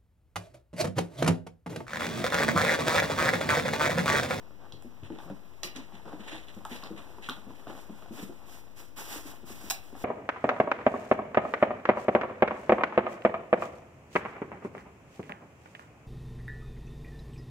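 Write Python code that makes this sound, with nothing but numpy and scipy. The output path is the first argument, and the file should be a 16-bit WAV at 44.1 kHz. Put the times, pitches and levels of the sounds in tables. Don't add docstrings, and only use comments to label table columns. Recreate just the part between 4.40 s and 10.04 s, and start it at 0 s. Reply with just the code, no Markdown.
import sys
import numpy as np
from scipy import signal
from scipy.fft import rfft, irfft, next_fast_len
from scipy.io import wavfile
from scipy.ndimage import uniform_filter1d, map_coordinates

SR = 44100
rng = np.random.default_rng(int(sys.argv[2]) if len(sys.argv) > 2 else 0)


def transcribe(u):
    v = np.clip(np.atleast_2d(u).T, -1, 1)
    q = np.round(v * 32767).astype(np.int16)
    wavfile.write(sys.argv[1], SR, q)


N = 248724
BLOW_TIME = np.arange(SR // 3) / SR

# mode_hz, level_db, t60_s
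FIRST_CLACK_RING = [(1207, -5, 0.13), (2870, 1, 0.25), (3060, -6, .17), (3360, -6, 0.14), (3833, -11, 0.14),
                    (4942, -2, .19), (5400, 0, .2), (5739, -1, .13)]
# mode_hz, level_db, t60_s
LAST_CLACK_RING = [(695, -3.5, 0.18), (779, 1, 0.21), (1345, -16, .15), (2708, -6.5, 0.25),
                   (3461, -5, 0.091), (3880, -8, .14)]


def amp(db):
    return 10 ** (np.asarray(db) / 20)


def unit(x):
    return x / np.sqrt(np.mean(x ** 2) + 1e-20)


def along(points, hz):
    f, v = np.transpose(points)
    return np.interp(np.log(hz + 1), np.log(f), v)


def curves(rows):
    s, *cols = np.transpose(rows)
    return [np.interp(np.arange(N) / SR, s, c) for c in cols]


def wobble(rate):
    knots = rng.standard_normal(int(N * rate / SR) + 4)
    return map_coordinates(knots, [np.arange(N) * rate / SR])


def filtered(x, response):
    n = x.shape[-1]
    m = next_fast_len(n + SR // 8)
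    return irfft(rfft(x, m) * response(np.fft.rfftfreq(m, 1 / SR)), m)[..., :n]


def coloured(x, spectrum):
    return unit(filtered(x, lambda hz: amp(along(spectrum, hz))))


def resonance(f, hz, width):
    return 1j * f * width / (hz * hz - f * f + 1j * f * width)


def diffuse(pair):
    # frequency_hz, correlation
    likeness = [(60, .5), (150, .3), (300, .45), (550, .6), (1100, -.2), (2200, -.05), (5000, .1)]

    def mid_side_gains(hz):
        correlation = np.clip(along(likeness, hz), -1, 1)
        return np.sqrt(1 + np.outer([1, -1], correlation))

    mid, side = filtered(pair, mid_side_gains)
    return np.array([mid + side, mid - side])


def room_noise(spectrum):
    return coloured(diffuse(rng.standard_normal((2, N))), spectrum)


def at_microphones(x, lag=1.4, spread=0.79):
    lead = lag + spread * rng.standard_normal()
    return filtered(x, lambda f: np.exp(1j * np.pi * np.outer([lead, -lead], f) / SR))


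def in_room(x, wet_db, gap=0.0038):
    # frequency_hz, t60_s
    room_decay = [(100, 0.52), (300, 0.21), (1000, 0.29), (3000, 0.3), (7000, 0.17), (15000, 0.2)]
    hz, t, z = signal.stft(rng.standard_normal((2, len(BLOW_TIME))), SR, nperseg=256)
    decay = amp(-60 * t / along(room_decay, hz)[:, None])
    tail = signal.istft(z * decay, SR, nperseg=256)[1][:, :len(BLOW_TIME)]
    tail = diffuse(tail) * np.clip(BLOW_TIME / gap - 1, 0, 1)
    answer = signal.fftconvolve(x[None], tail, axes=1)[:, :len(x)]
    wet = unit(answer) * np.std(x)
    return at_microphones(x) + amp(wet_db) * wet


def burst(t60):
    return rng.standard_normal(len(BLOW_TIME)) * amp(-60 * BLOW_TIME / t60)


def add(track, s, db, blow, wet_db):
    peak = np.sqrt(uniform_filter1d(blow ** 2, size=176).max())
    part = track[:, round(s * SR):][:, :len(BLOW_TIME)]
    part += amp(db) * in_room(blow / peak, wet_db)[:, :part.shape[1]]


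def background(air_db=-58, rumble_db=-65, hum_db=-68, hum_hz=60):
    # frequency_hz, level_db
    air_spectrum = [(25, -29), (45, 4), (75, 3), (130, -0.5), (300, 2.5), (600, -8), (1500, -14.5),
                    (2400, -13.5), (3600, -23), (5500, -23), (10000, -36), (15500, -26)]
    # frequency_hz, level_db
    rumble_spectrum = [(20, -31), (40, -15), (60, -9), (90, -3), (140, -6), (300, -26), (1000, -70)]
    air = amp(air_db) * room_noise(air_spectrum)
    hum_tone = unit(np.sin(2 * np.pi * hum_hz * np.arange(N) / SR))
    hum = amp(hum_db + wobble(1.07)) * hum_tone
    rumble = amp(rumble_db + wobble(1.9)) * room_noise(rumble_spectrum)
    return air + hum + rumble


def stroke(start, length, attack, release_db_per_s):
    t = np.arange(N) / SR - start
    rise = np.sin(np.pi / 2 * np.clip(t / attack, 0, 1))
    return rise * amp(-release_db_per_s * np.maximum(t - length, 0))


def friction(spectrum, density, jerk_db, wet_db):
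    slips = (rng.random(N) < density / SR) * rng.standard_normal(N)
    direct = at_microphones(coloured(slips, spectrum))
    wash = amp(wet_db) * room_noise(spectrum)
    return unit((direct + wash) * amp(jerk_db * wobble(70)))


def scuffle(rest_shuffle_db=-61, rest_scratch_db=-70, rest_cloth_db=-69):
    # start_s, push_length_s, shuffle_db, scratch_db
    slide_strokes = [(.01, 0.037, -56, -84), (0.181, 0.12, -56.5, -74), (0.617, 0.15, -59, -60.5),
                     (0.772, 0.15, -54, -70), (1.344, 0.032, -50, -47.5), (1.533, .04, -61, -57),
                     (1.642, 0.093, -47.5, -73), (1.789, 0.074, -54.5, -55.5), (1.859, 0.098, -47, -45.5),
                     (2.058, .04, -60, -56.5), (2.291, 0.053, -48.5, -46), (2.415, 0.048, -47, -53.5),
                     (2.555, 0.037, -52.5, -51.5), (2.666, 0.098, -58, -79), (2.812, 0.064, -56.5, -49),
                     (2.878, 0.047, -47, -53.5), (3.076, 0.032, -55.5, -69), (3.261, .05, -46.5, -58),
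                     (3.336, 0.062, -51.5, -64), (3.607, 0.026, -56, -64), (3.759, 0.042, -50.5, -51),
                     (4.2, 0.073, -62.5, -78), (4.899, 0.025, -49.5, -58), (5.527, 0.031, -55, -67)]
    # start_s, pull_length_s, rustle_db
    tug_strokes = [(0.778, 0.075, -61.5), (2.284, 0.058, -51), (2.81, 0.03, -64), (3.25, .16, -58),
                   (3.55, .03, -63.5), (3.708, 0.12, -49.5), (4.054, 0.098, -52.5), (4.357, 0.045, -51.5),
                   (4.557, 0.056, -41.5), (4.648, 0.11, -40.5), (4.837, 0.049, -47.5), (5.048, 0.067, -48),
                   (5.098, .19, -50), (5.38, 0.1, -60), (5.548, 0.12, -50.5)]
    # time_s, level_db
    restlessness = [(0, -4), (1.15, -1), (1.6, 1.5), (2.5, 5), (3.3, 2.5), (4, 2.5), (4.5, -6.5),
                    (5.64, 1.5)]
    # frequency_hz, level_db
    shuffle_spectrum = [(60, -72), (150, -2.5), (280, 6), (520, 4.5), (900, 4), (1500, -2.5), (2200, -12),
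                        (4000, -17), (16000, -42)]
    # frequency_hz, level_db
    scratch_spectrum = [(600, -48), (1800, 3), (2900, 0.5), (3800, -2), (4800, -14.5), (7500, -14),
                        (10000, -20), (16000, -38)]
    # frequency_hz, level_db
    cloth_spectrum = [(200, -48), (1000, 4), (2200, 7.5), (4000, 1.5), (6000, 3), (9000, -1), (12000, -0.5),
                      (15500, -1.5)]
    slide_attack_s, slide_release_db_per_s = 0.032, 181
    tug_rise_share, tug_release_db_per_s = 0.8, 156
    drag_db = -5

    fidget = amp(curves(restlessness)[0] + 0.94 * wobble(9.8))
    tug_power = 0
    for s, length, db in tug_strokes:
        gain = stroke(s, length, tug_rise_share * length, tug_release_db_per_s)
        tug_power = tug_power + (amp(db) * gain) ** 2
    pad_power = amp(drag_db) ** 2 * tug_power
    claw_power = 0
    for s, length, pad_db, claw_db in slide_strokes:
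        gain = stroke(s, length, slide_attack_s, slide_release_db_per_s)
        pad_power = pad_power + (amp(pad_db) * gain) ** 2
        claw_power = claw_power + (amp(claw_db) * gain) ** 2

    def level(power, rest_db):
        return np.sqrt(power + (amp(rest_db) * fidget) ** 2)

    shuffle = friction(shuffle_spectrum, density=420, jerk_db=1.5, wet_db=4.5)
    scratch = friction(scratch_spectrum, density=400, jerk_db=2.4, wet_db=3.5)
    cloth = friction(cloth_spectrum, density=1200, jerk_db=1.1, wet_db=9)
    pads = level(pad_power, rest_shuffle_db) * shuffle
    nails = level(claw_power, rest_scratch_db) * scratch
    return pads + nails + level(tug_power, rest_cloth_db) * cloth


def after_ring(waver_rad=0.83, wet_db=-2):
    # start_s, level_db, modes
    lasting_tones = [(1.233, -42.5, FIRST_CLACK_RING), (5.308, -40.5, LAST_CLACK_RING)]
    track = np.zeros((2, N))
    for s, db, modes in lasting_tones:
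        ring = np.zeros(len(BLOW_TIME))
        for hz, level, t60 in modes:
            waver = waver_rad * wobble(120)[:len(BLOW_TIME)]
            ring += amp(level - 60 * BLOW_TIME / t60) * np.sin(2 * np.pi * hz * BLOW_TIME + waver)
        add(track, s, db, ring, wet_db)
    return track


def clacks():
    # start_s, body_db, ring_db, edge_db, room_share_db
    hard_contacts = [(1.2323, -36.5, -30, -42, -1), (1.2355, -41, -37, -44, 2.5),
                     (1.3613, -47, -43, -52, -0.5), (5.3001, -41, -26, -33, -6),
                     (5.3056, -35, -28.5, -25, -7), (5.309, -31.5, -29.5, -31, -6)]
    # mode_hz, width_hz, level_db
    hard_modes = [(800, 650, 4.5), (1220, 170, -41), (1710, 650, 3), (2360, 390, 8.5), (3980, 360, 8.5),
                  (5500, 1660, 6.5), (7400, 3100, -7), (8600, 2200, 10), (11500, 1300, -7),
                  (14000, 11000, 14)]
    # from_hz, to_hz
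    registers = [(0, 2200), (2200, 8000), (8000, 20000)]
    track = np.zeros((2, N))
    for s, *levels, wet_db in hard_contacts:
        for (lo, hi), db in zip(registers, levels):
            modes = [mode for mode in hard_modes if lo <= mode[0] < hi]

            def response(f):
                return sum((-1) ** k * amp(level) * resonance(f, hz, width)
                           for k, (hz, width, level) in enumerate(modes))

            chatter = burst(.026)
            add(track, s, db, filtered(chatter, response), wet_db)
    return track


def claws(level_db=-7, width_hz=1700, snap_db=-4, wet_db=-2):
    # start_s, level_db, tick_hz, brightness_db
    claw_ticks = [(0.3229, -36, 3630, -42), (0.4228, -46, 2980, 3), (.634, -45, 2470, -28),
                  (0.787, -42.5, 3030, -34), (1.554, -53, 3370, -20), (1.877, -42, 2800, -12),
                  (2.0835, -41.5, 3160, -34), (2.148, -46, 2800, 12), (2.251, -35.5, 3170, 10),
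                  (2.3185, -43, 3140, -24), (2.3636, -40, 4030, -31), (2.4365, -35, 4270, -19),
                  (2.8422, -37.5, 3060, -28), (2.889, -30.5, 3300, -5), (2.8955, -24.5, 3070, -22)]
    track = np.zeros((2, N))
    for s, db, hz, bright_db in claw_ticks:

        def response(f):
            snap = amp(bright_db + snap_db) * resonance(f, 5900, 17000)
            return resonance(f, hz, width_hz) ** 2 + snap

        crack = burst(.014)
        add(track, s, db + level_db, filtered(crack, response), wet_db)
    return track


def knocks(level_db=-4.5, grit_db=-5, wet_db=-3):
    # start_s, level_db, knock_hz
    dull_knocks = [(.107, -45.5, 544), (.424, -48, 786), (.702, -43, 860), (.786, -41.5, 820),
                   (.801, -41, 855), (.9, -38.5, 650), (1.522, -44.5, 805), (1.553, -44, 880),
                   (1.598, -46.5, 850), (1.661, -45, 706), (1.729, -37, 750), (2.251, -33, 1260),
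                   (2.256, -31, 867), (2.433, -37.5, 1120), (2.784, -42.5, 970), (2.888, -26.5, 1440),
                   (2.896, -32, 1210), (3.106, -48, 1010), (3.27, -37, 690), (3.303, -40, 533),
                   (3.498, -43.5, 526), (3.623, -42, 644), (3.66, -44, 723), (5.041, -48, 630),
                   (5.552, -39, 750)]
    knock_t60_s = 0.026
    track = np.zeros((2, N))
    for s, db, hz in dull_knocks:
        ring = np.sin(2 * np.pi * hz * BLOW_TIME) * amp(-60 * BLOW_TIME / knock_t60_s)
        crack = burst(.02)
        grit = filtered(crack, lambda f: resonance(f, 1180, 1250) ** 2)
        add(track, s, db + level_db, unit(ring) + amp(grit_db) * unit(grit), wet_db)
    return track


def paws(level_db=-2, slap_db=-3, attack=0.0028, wet_db=-3):
    # start_s, level_db, thump_hz
    paw_falls = [(.334, -43.5, 148), (0.447, -41.5, 244), (.626, -38.5, 91), (.702, -33, 317),
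                 (.72, -37, 305), (.857, -43, 167), (.901, -34, 195.4), (1.241, -40.5, 356),
                 (1.361, -39, 269.6), (1.384, -40.5, 262), (1.535, -46.5, 200), (1.66, -42.5, 305),
                 (1.735, -36.5, 302), (1.796, -41.5, 223), (1.927, -39.5, 323), (2.166, -39.5, 223.4),
                 (2.313, -37, 243), (2.433, -47.5, 215), (2.506, -32, 327), (2.779, -42.5, 386),
                 (2.888, -38, 246), (2.973, -44.5, 214), (3.067, -41, 244), (3.099, -43, 285),
                 (3.271, -38, 277), (3.299, -42, 320), (3.495, -37, 210), (3.708, -35, 236),
                 (3.785, -42, 293), (3.826, -36, 205), (3.893, -36.5, 348.6), (4.76, -40, 305),
                 (4.852, -38, 294), (5.033, -41, 250), (5.103, -39, 232), (5.236, -39, 318),
                 (5.528, -40.5, 268.6)]
    # multiple_of_thump_hz, level_db
    thud_modes = [(.62, -21.5), (0.998, -0.5), (1.402, -9)]
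    thump_t60_s = 0.075
    track = np.zeros((2, N))
    for s, db, hz in paw_falls:
        modes = np.zeros(len(BLOW_TIME))
        for ratio, level in thud_modes:
            modes += amp(level + rng.normal(0, 2.1)) * np.sin(2 * np.pi * hz * ratio * BLOW_TIME)
        soft_onset = 1 - np.exp(-BLOW_TIME / attack)
        thump = modes * amp(-60 * BLOW_TIME / thump_t60_s) * soft_onset
        slap = filtered(burst(0.12), lambda f: resonance(f, 240.5, 334) ** 3)
        add(track, s, db + level_db, unit(thump) + amp(slap_db) * unit(slap), wet_db)
    return track


def scene():
    friction_and_air = background() + scuffle()
    impacts = after_ring() + clacks() + claws() + knocks() + paws()
    return friction_and_air + impacts


def record(dry):
    # frequency_hz, share_of_other_side
    crossfeed = [(300, 0.089), (900, 0.68), (2000, 0.99), (7000, 0.63), (15000, 0.48)]
    # frequency_hz, left_minus_right_db
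    lean = [(60, 8), (130, 3), (200, 1.6), (500, 1), (2000, -.3), (5000, -1.8), (12000, -4)]
    dc_offset = [
        [.0072],
        [0],
    ]
    widen_delay_samples, low_cut_hz, top_hz = 20, 48, 15600

    def share(hz):
        return np.clip(along(crossfeed, hz), 0, 1)

    def delayed_share(hz):
        return share(hz) * np.exp(-2j * np.pi * hz * widen_delay_samples / SR)

    def balance(hz):
        return amp(np.outer([.5, -.5], along(lean, hz))) / np.hypot(1, share(hz))

    wide = dry - filtered(dry[::-1], delayed_share)
    balanced = filtered(wide, balance)
    low_cut = signal.butter(4, low_cut_hz, "high", fs=SR, output="sos")
    thinned = signal.sosfilt(low_cut, balanced)
    return filtered(thinned, lambda hz: hz < top_hz) + dc_offset


dry = scene()
out = record(dry)
transcribe(out)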